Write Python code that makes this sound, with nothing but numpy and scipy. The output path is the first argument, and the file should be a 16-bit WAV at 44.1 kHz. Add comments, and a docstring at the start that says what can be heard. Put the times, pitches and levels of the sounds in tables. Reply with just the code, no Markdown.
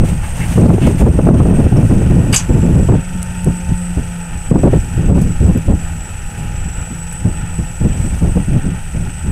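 """An earth bank in open air, some way from the microphone: a diesel excavator swings round and digs
beside an idling dump truck. Its exhaust hums and its turbocharger whistles with the load; soil rustles,
and there is one sharp metallic scrape and a few ticks. Gusts rise, hold and die away over a light
breeze, buffet the microphone and drive the recorder into its limiter."""
import sys
import numpy as np
from scipy import signal
from scipy.fft import rfft, irfft
from scipy.io import wavfile
from scipy.ndimage import uniform_filter1d, minimum_filter1d

SR = 44100
rng = np.random.default_rng(int(sys.argv[2]) if len(sys.argv) > 2 else 0)


def dump(signal):
    """Clip the signal to [-1, 1] and save it as 16-bit WAV at the path in sys.argv[1]."""
    limited = np.clip(np.atleast_2d(signal).T, -1, 1)
    pcm = np.round(limited * 32767).astype(np.int16)
    wavfile.write(sys.argv[1], SR, pcm)


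N = 410571
TIME = np.arange(N) / SR

# gusts at the microphone: t/s, hold/s, level/dB
GUSTS = [(0, .05, -9.5), (.08, 0.056, -16.5), (.4, 0.14, -17), (.565, 0.18, -5.5), (.82, 0.084, -6.5),
         (.91, 0.054, -11.5), (1.01, 0.079, -3.5), (1.13, 0.11, -9), (1.26, 0.23, -6.5), (1.51, .16, -7),
         (1.72, .13, -8), (1.9, 0.37, -10), (2.3, .025, -9), (2.5, 0.077, -7.5), (2.63, 0.21, -8.5),
         (2.89, .065, -5), (3.465, 0.032, -8.5), (3.695, 0.022, -16.5), (3.975, 0.017, -13.5),
         (4.52, .05, -5), (4.64, .045, -5), (4.735, 0.021, -6.5), (4.98, 0.29, -12.5), (5.1, 0.072, -7),
         (5.415, 0.093, -9), (5.555, 0.013, -9.5), (5.685, 0.055, -9), (6.91, 0.014, -18.5),
         (7.255, .03, -12), (7.59, 0.016, -13.5), (7.815, 0.039, -11.5), (7.9, 0.15, -16.5),
         (8.22, 0.074, -11), (8.36, 0.043, -11.5), (8.485, .09, -11.5), (8.64, 0.093, -17.5),
         (8.95, .075, -15.5), (9.25, .06, -17.5)]
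GUST_ATTACK_S, GUST_RELEASE_S = 0.024, 0.025


def exhaust(firings):
    """The excavator's pipe hums and swells with load, with a whine at ten times the firing rate."""
    # exhaust note under load: t/s, level/dB
    load = [(0, -27), (2.3, -22), (3.0, -20.5), (3.8, -17), (4.3, -25), (5.9, -25.5), (6.3, -29.5),
            (6.7, -25.5), (7.6, -25), (8.3, -40), (9.3, -28)]
    # lines of the hum: multiple of the firing rate, relative level/dB
    harmonics = [(1, -13.5), (2, -2.5), (3, -39), (4, -30), (6, -24.5), (8, -45), (17, -39)]
    hum = 0
    for k, db in harmonics:
        level = undb(db + 2 * walk(10))
        hum += level * np.sin(2 * np.pi * round(k) * firings + 0.12 * walk(13) + random_phase())
    whine = np.sin(2 * np.pi * 10 * firings) * undb(-31.5 + 2 * walk(7.7))
    hum_db, whine_share = curve(load), 0.44
    return hum * undb(hum_db) + whine * undb(whine_share * hum_db)


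def engine_block(firings):
    """Combustion clatter swells at each firing over the steady rush of fan and intake."""
    # clatter of the block: f/Hz, spectral density/dB
    block_colour = [(150, 9.5), (260, -6), (380, -2), (640, -2.5), (870, 4), (1110, -15), (1260, -0.5),
                    (1480, 2), (1670, -5), (1860, 0.5), (2070, -10), (2600, -1), (3450, -13.5), (4200, -26)]
    # air rushing through the intake: f/Hz, spectral density/dB
    intake_colour = [(3000, -22), (4300, -8.5), (5500, -4.5), (6800, -3.5), (7600, 0.5), (8500, 2),
                     (9450, 3), (10100, -5.5), (12000, -7), (13500, -16), (15500, -19)]
    # block, fan and pumps together: t/s, gain/dB
    machine_gain = [(0, -3.5), (2.2, 1.5), (3.5, 0.5), (5.5, 0), (8.2, 0), (9.3, -1)]
    beat = 1 + 0.17 * np.cos(2 * np.pi * firings)
    clatter = unit(noise(block_colour) * beat) * undb(-35.5 + 0.91 * walk(25))
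    intake = noise(intake_colour) * undb(-42.5 + 0.69 * walk(12))
    return (clatter + intake) * undb(curve(machine_gain))


def turbocharger():
    """The blade tone flutters, splitting into side lines that swell and fade inside a narrow hiss."""
    # pitch of the whistle: t/s, f/Hz
    pitch = [(0, 8190), (.55, 8210), (.95, 8230), (1.55, 8300), (2.0, 8050), (2.6, 7700), (3.0, 7940),
             (3.75, 8030), (5.0, 7900), (6.8, 7840), (7.3, 8000), (7.7, 7880), (8.4, 8040), (9.3, 8010)]
    # strength of the whistle: t/s, level/dB
    whistle_level = [(0, -39.5), (1.7, -42), (3.1, -36.5), (4.95, -37), (5.5, -40), (6.5, -38.5),
                     (6.7, -33.5), (7.3, -34.5), (7.7, -37), (8.1, -35), (8.7, -41.5), (9.3, -36)]
    flutter_hz = 73.7
    blade = 2 * np.pi * np.cumsum(curve(pitch) + 3.8 * walk(17)) / SR
    flutter = 2 * np.pi * np.cumsum(flutter_hz + 0.61 * walk(4.5)) / SR
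    tone = 0
    for k in range(-4, 5):
        level = undb(-4.6 * abs(k - .1) + 2.2 * walk(3.9))
        tone += level * np.sin(blade + k * flutter + 0.46 * walk(25) + random_phase())
    hiss = walk(420) * np.sin(blade) + walk(420) * np.cos(blade)
    return even(tone + undb(-5.5) * hiss, 0.136) * undb(curve(whistle_level) + 2.23 * walk(24))


def digging():
    """Dry, grainy soil rustles in bursts, with a few rasping creaks that ring the steel arm."""
    # bursts of rustling: t/s, hold/s, level/dB
    bursts = [(.05, 0.69, -33.5), (.38, 0.12, -34), (.82, 0.082, -31.5), (.99, 0.063, -29),
              (1.15, 0.65, -44), (6.38, .08, -43), (7.98, 0.21, -39.5)]
    # dry soil: f/Hz, spectral density/dB
    soil_colour = [(500, 4), (850, 4), (1100, -2), (2100, -2.5), (2800, -2.5), (4000, -15.5), (6000, -11.5),
                   (9000, -3.5), (10500, -14), (11900, -12), (13200, -25), (15500, -19)]
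    # creaks: t/s, level/dB, length/s, centre/Hz, width/Hz
    creaks = [(0.225, -32.5, 0.039, 1060, 1500), (0.395, -30.5, 0.067, 2100, 900),
              (0.795, -32.5, 0.11, 2650, 1090)]
    # modes of the arm: f/Hz, width/Hz, spectral density/dB
    arm_modes = [(829, 47, 0), (1600, 92, -8), (1836, 95, -5), (2200, 93, -6), (2680, 160, -9),
                 (3000, 120, -13)]
    grains = unit(noise(soil_colour) * undb(0.98 * walk(300) + 1.8 * walk(35)))
    out = grains * swells(bursts, attack=0.04, release=0.05)
    for s, db, length, hz, width_hz in creaks:
        size = int(length * SR)
        ring = unit(sum(undb(mode_db) * np.sqrt(width) * band(f, width, size)
                        for f, width, mode_db in arm_modes))
        rasp = band(hz, width_hz, size)
        out[int(s * SR):][:size] += undb(db) * np.sqrt(np.hanning(size)) * (rasp + ring)
    return out


def scrape():
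    """Metal scrapes and snaps free: each slip is a burst of grit that rings it unevenly."""
    # slips: t/s, level/dB, attack/s, t60/s, centre/Hz, width/Hz, relative ring level/dB
    slips = [(2.325, -24, 0.0052, 0.17, 7440, 6000, 12), (2.328, -20.5, 0.0044, 0.42, 1050, 1340, -17),
             (2.331, -14.5, 0.004, 0.23, 2610, 1110, -12), (2.341, -13.5, 0.0027, 0.13, 8100, 3520, 0.5),
             (2.36, -2, 0.0018, 0.09, 6830, 1920, -12), (2.372, -13, 0.0026, 0.12, 6300, 2010, 0.5)]
    # modes of the scraped metal: f/Hz, level/dB, t60/s
    metal_modes = [(2897, -5.5, .11), (4746, -3.5, .085), (6230, -10, .12), (6570, -12, .12),
                   (7750, -4, .08), (8268, -4, .12), (9408, -8, .1), (11350, -16, .08)]
    out, t = np.zeros(N), TIME[:SR // 2]
    for s, db, attack, t60, hz, width_hz, ring_db in slips:
        ring = 0
        for f, mode_db, ring_t60 in metal_modes:
            phase = 2 * np.pi * f * t + random_phase()
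            rubbing = .5 * band(190, 360, len(t))  # the contact keeps shaking the mode's phase
            ring += undb(mode_db) * fade(t, ring_t60) * np.sin(phase + rubbing)
        grit = band(hz, width_hz, len(t)) + undb(-19) * band(4000, 11000, len(t))
        slip = grit * fade(t, t60) + undb(ring_db) * ring
        out[int(s * SR):][:len(t)] += undb(db) * np.minimum(t / attack, 1) * slip
    return out


def ticks():
    """Small, bright ticks: bare bursts of noise that die quickly."""
    # ticks: t/s, level/dB, t60/s, centre/Hz, width/Hz
    bursts = [(.66, -30, .04, 4000, 5000), (.868, -27.5, 0.059, 7500, 6000), (1.766, -38, 0.12, 5500, 500),
              (3.229, -11.5, 0.0065, 8750, 4400), (3.445, -14.5, 0.0058, 8500, 4130),
              (5.215, -30, 0.069, 8860, 5980), (5.575, -31, .015, 11940, 3894),
              (7.125, -29, 0.085, 8800, 3450)]
    out, t = np.zeros(N), TIME[:SR // 2]
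    for s, db, t60, hz, width_hz in bursts:
        out[int(s * SR):][:len(t)] += undb(db) * fade(t, t60) * band(hz, width_hz, len(t))
    return out


def truck():
    """Beside the excavator the idling truck ticks evenly, each tick with a lower diesel knock."""
    cycles = np.cumsum(23.2 + 0.2 * walk(1.84)) / SR
    pulse = uniform_filter1d(np.exp(-(cycles % 1) / 0.31), SR // 200) * undb(walk(23))
    return pulse * (undb(-43.5) * band(5960, 1130) + undb(-39.5) * band(2450, 1100))


def wind():
    """Eddies buffet the microphone over a deep rumble; stronger gusts bring smaller, brighter ones."""
    # rumble of the breeze: t/s, level/dB
    breeze_level = [(0, -18), (1.3, -25.5), (2.1, -18), (3.2, -22.5), (4.4, -26), (4.6, -16), (4.85, -17.5),
                    (5.75, -18.5), (6.1, -26.5), (6.6, -18.5), (6.85, -28), (8.2, -18), (9.3, -25)]
    # buffeting in a strong gust: f/Hz, spectral density/dB
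    gust_colour = [(50, 1), (90, -0.5), (140, 2), (200, -2), (300, -11), (500, -17.5), (800, -32.5),
                   (1300, -74), (2500, -42)]
    # deep rumble: f/Hz, spectral density/dB
    rumble_colour = [(10, -3), (22, 2.5), (45, -3.5), (75, -3), (105, -9), (160, -31), (300, -41)]
    gusts, breeze = swells(GUSTS, GUST_ATTACK_S, GUST_RELEASE_S), undb(curve(breeze_level))
    buffet_db = 20 * np.log10(np.hypot(gusts, breeze * undb(-5.5 + 3.1 * walk(22))))
    brightness_db = np.minimum(buffet_db + 3.0, 0) + 2.1 * walk(70)
    centres = 60 * 2 ** np.arange(0, 5.5, .5)
    weights = undb(colour_db(gust_colour, centres)) * np.sqrt(centres)
    buffet = 0
    for hz, weight in zip(centres, weights):
        octaves_up = np.clip(np.log2(hz / 150), 0, 2.5)
        buffet += weight * band(hz, hz * 0.47) * undb(0.65 * octaves_up * brightness_db)
    surge = undb(-14) * uniform_filter1d(gusts ** 0.36, int(0.041 * SR))  # gusts swell the rumble too
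    rumble = even(noise(rumble_colour), 0.156) * np.hypot(breeze, surge) * undb(2.26 * walk(20))
    return even(buffet, 0.0391) * undb(buffet_db + 2.43 * walk(60)) + rumble


def wind_slaps():
    """A lone eddy hits the microphone port with a quick, dull puff; smaller ones pepper the gusts."""
    # the hardest slaps: t/s, relative peak/dB
    slaps = [(0.576, -4.5), (0.659, -1), (0.7, -1), (0.78, -7), (0.87, -5), (1.008, -15), (1.064, 2.5),
             (1.188, -2), (1.268, -5), (1.287, 1), (1.342, -9), (1.401, -6), (1.6, -2.5), (1.722, -7),
             (1.91, -10), (2.016, -14), (2.238, -15), (2.63, -8), (2.886, -7), (2.92, -8), (4.512, -3.5),
             (4.556, -2), (4.633, -2.5), (4.669, -10), (4.732, -2), (5.72, -9.5), (8.368, -11)]
    # puff at the port: f/Hz, spectral density/dB
    slap_colour = [(90, -3), (200, 10), (350, 8.5), (600, 1.5), (1200, -14.5), (2000, -30.5), (4000, -45)]
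    rise_s, crackles_per_s = 0.0031, 130
    age = np.arange(SR // 5) / SR / rise_s
    puff = age * np.exp(1 - age)
    force = np.zeros(N)
    for s, db in slaps:
        force[int(s * SR):][:len(puff)] += undb(db - 4.5) * puff
    gusts = swells(GUSTS, GUST_ATTACK_S, GUST_RELEASE_S)
    eddies = (rng.random(N) < crackles_per_s / SR) * gusts ** 1.89
    force += undb(-12.5) * signal.fftconvolve(eddies, puff)[:N]
    return force * even(noise(slap_colour), 0.0048)


def undb(db):
    """Decibels to gain."""
    return 10 ** (np.asarray(db) / 20)


def curve(rows):
    """Rows (t/s, value) joined by straight lines."""
    return np.interp(TIME, *np.transpose(rows))


def unit(x):
    """Scale to rms 1."""
    return x / np.sqrt(np.mean(x ** 2))


def random_phase():
    """A starting phase in radians."""
    return rng.uniform(0, 2 * np.pi)


def colour_db(points, hz):
    """A spectrum read on a log-frequency axis, falling 36 dB an octave past its ends."""
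    f, db = np.transpose(points)
    octave, known = np.log2(np.maximum(hz, 1)), np.log2(f)
    return np.interp(octave, known, db) - 36 * np.abs(octave - np.clip(octave, known[0], known[-1]))


def noise(points):
    """Noise of a given spectrum, rms 1."""
    gains = undb(colour_db(points, np.fft.rfftfreq(N, 1 / SR)))
    return unit(irfft(rfft(rng.standard_normal(N)) * gains, N))


def band(hz, width_hz, size=N):
    """Noise through a resonance applied twice, rms 1."""
    b, a = signal.iirpeak(min(hz, .45 * SR), hz / width_hz, SR)
    return unit(signal.lfilter(b, a, signal.lfilter(b, a, rng.standard_normal(size))))


def walk(rate):
    """Random levels held 1 / rate s and smoothed twice, rms 1."""
    hold = int(SR / rate)
    steps = np.repeat(rng.standard_normal(N // hold + 1), hold)
    return unit(uniform_filter1d(uniform_filter1d(steps, hold), hold)[:N])


def even(x, seconds):
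    """Take the slow swells out of a signal."""
    return x / np.sqrt(uniform_filter1d(x ** 2, int(seconds * SR)) + 1e-9)


def fade(t, t60):
    """A decay of 60 dB in t60 seconds."""
    return np.exp(-np.log(1000) * t / t60)


def swells(rows, attack, release):
    """Each row (t/s, hold/s, level/dB) rises up to t, holds and dies away; overlaps add in power."""
    power = 0
    for s, hold, db in rows:
        rise = np.clip(1 + (TIME - s) / attack, 0, 1) ** 2
        fall = np.exp(-np.clip((TIME - s - hold) / release, 0, 20))
        power += (undb(db) * rise * fall) ** 2
    return np.sqrt(power)


def scene():
    """Both machines some way off and the wind right at the microphone, in mono."""
    # firing rate of the excavator's engine: t/s, f/Hz
    firing_rate = [(0, 82.6), (.6, 87.2), (1.3, 84.6), (2.3, 85.64), (2.9, 91), (3.25, 89.54), (3.95, 87.9),
                   (4.4, 84.15), (5.5, 83.54), (6.25, 81.4), (6.6, 84.1), (7.6, 84.03), (8.1, 85.54),
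                   (9.3, 86.7)]
    firings = np.cumsum(curve(firing_rate) * (1 + 0.000925 * walk(11))) / SR
    engines = exhaust(firings) + engine_block(firings) + turbocharger() + truck()
    return (engines + digging() + scrape() + ticks() + wind() + wind_slaps())[None]


def record(dry):
    """The recorder's limiter ducks everything in the hardest gusts, and remaining peaks are flattened."""
    threshold, ceiling, top_hz = 1.2, 0.9, 15550
    hold, attack = int(0.027 * SR), int(0.014 * SR)
    allowed = np.minimum(1, threshold / (np.abs(dry[0]) + 1e-9))
    # each overload holds the gain down for a moment afterwards
    held = minimum_filter1d(allowed, hold, origin=(hold - 1) // 2)
    ducked = dry * uniform_filter1d(held, attack)
    flattened = ducked / (1 + (ducked / ceiling) ** 8) ** (1 / 8)
    return signal.sosfilt(signal.ellip(10, .2, 80, top_hz, fs=SR, output="sos"), flattened)


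dry = scene()
out = record(dry)
dump(out)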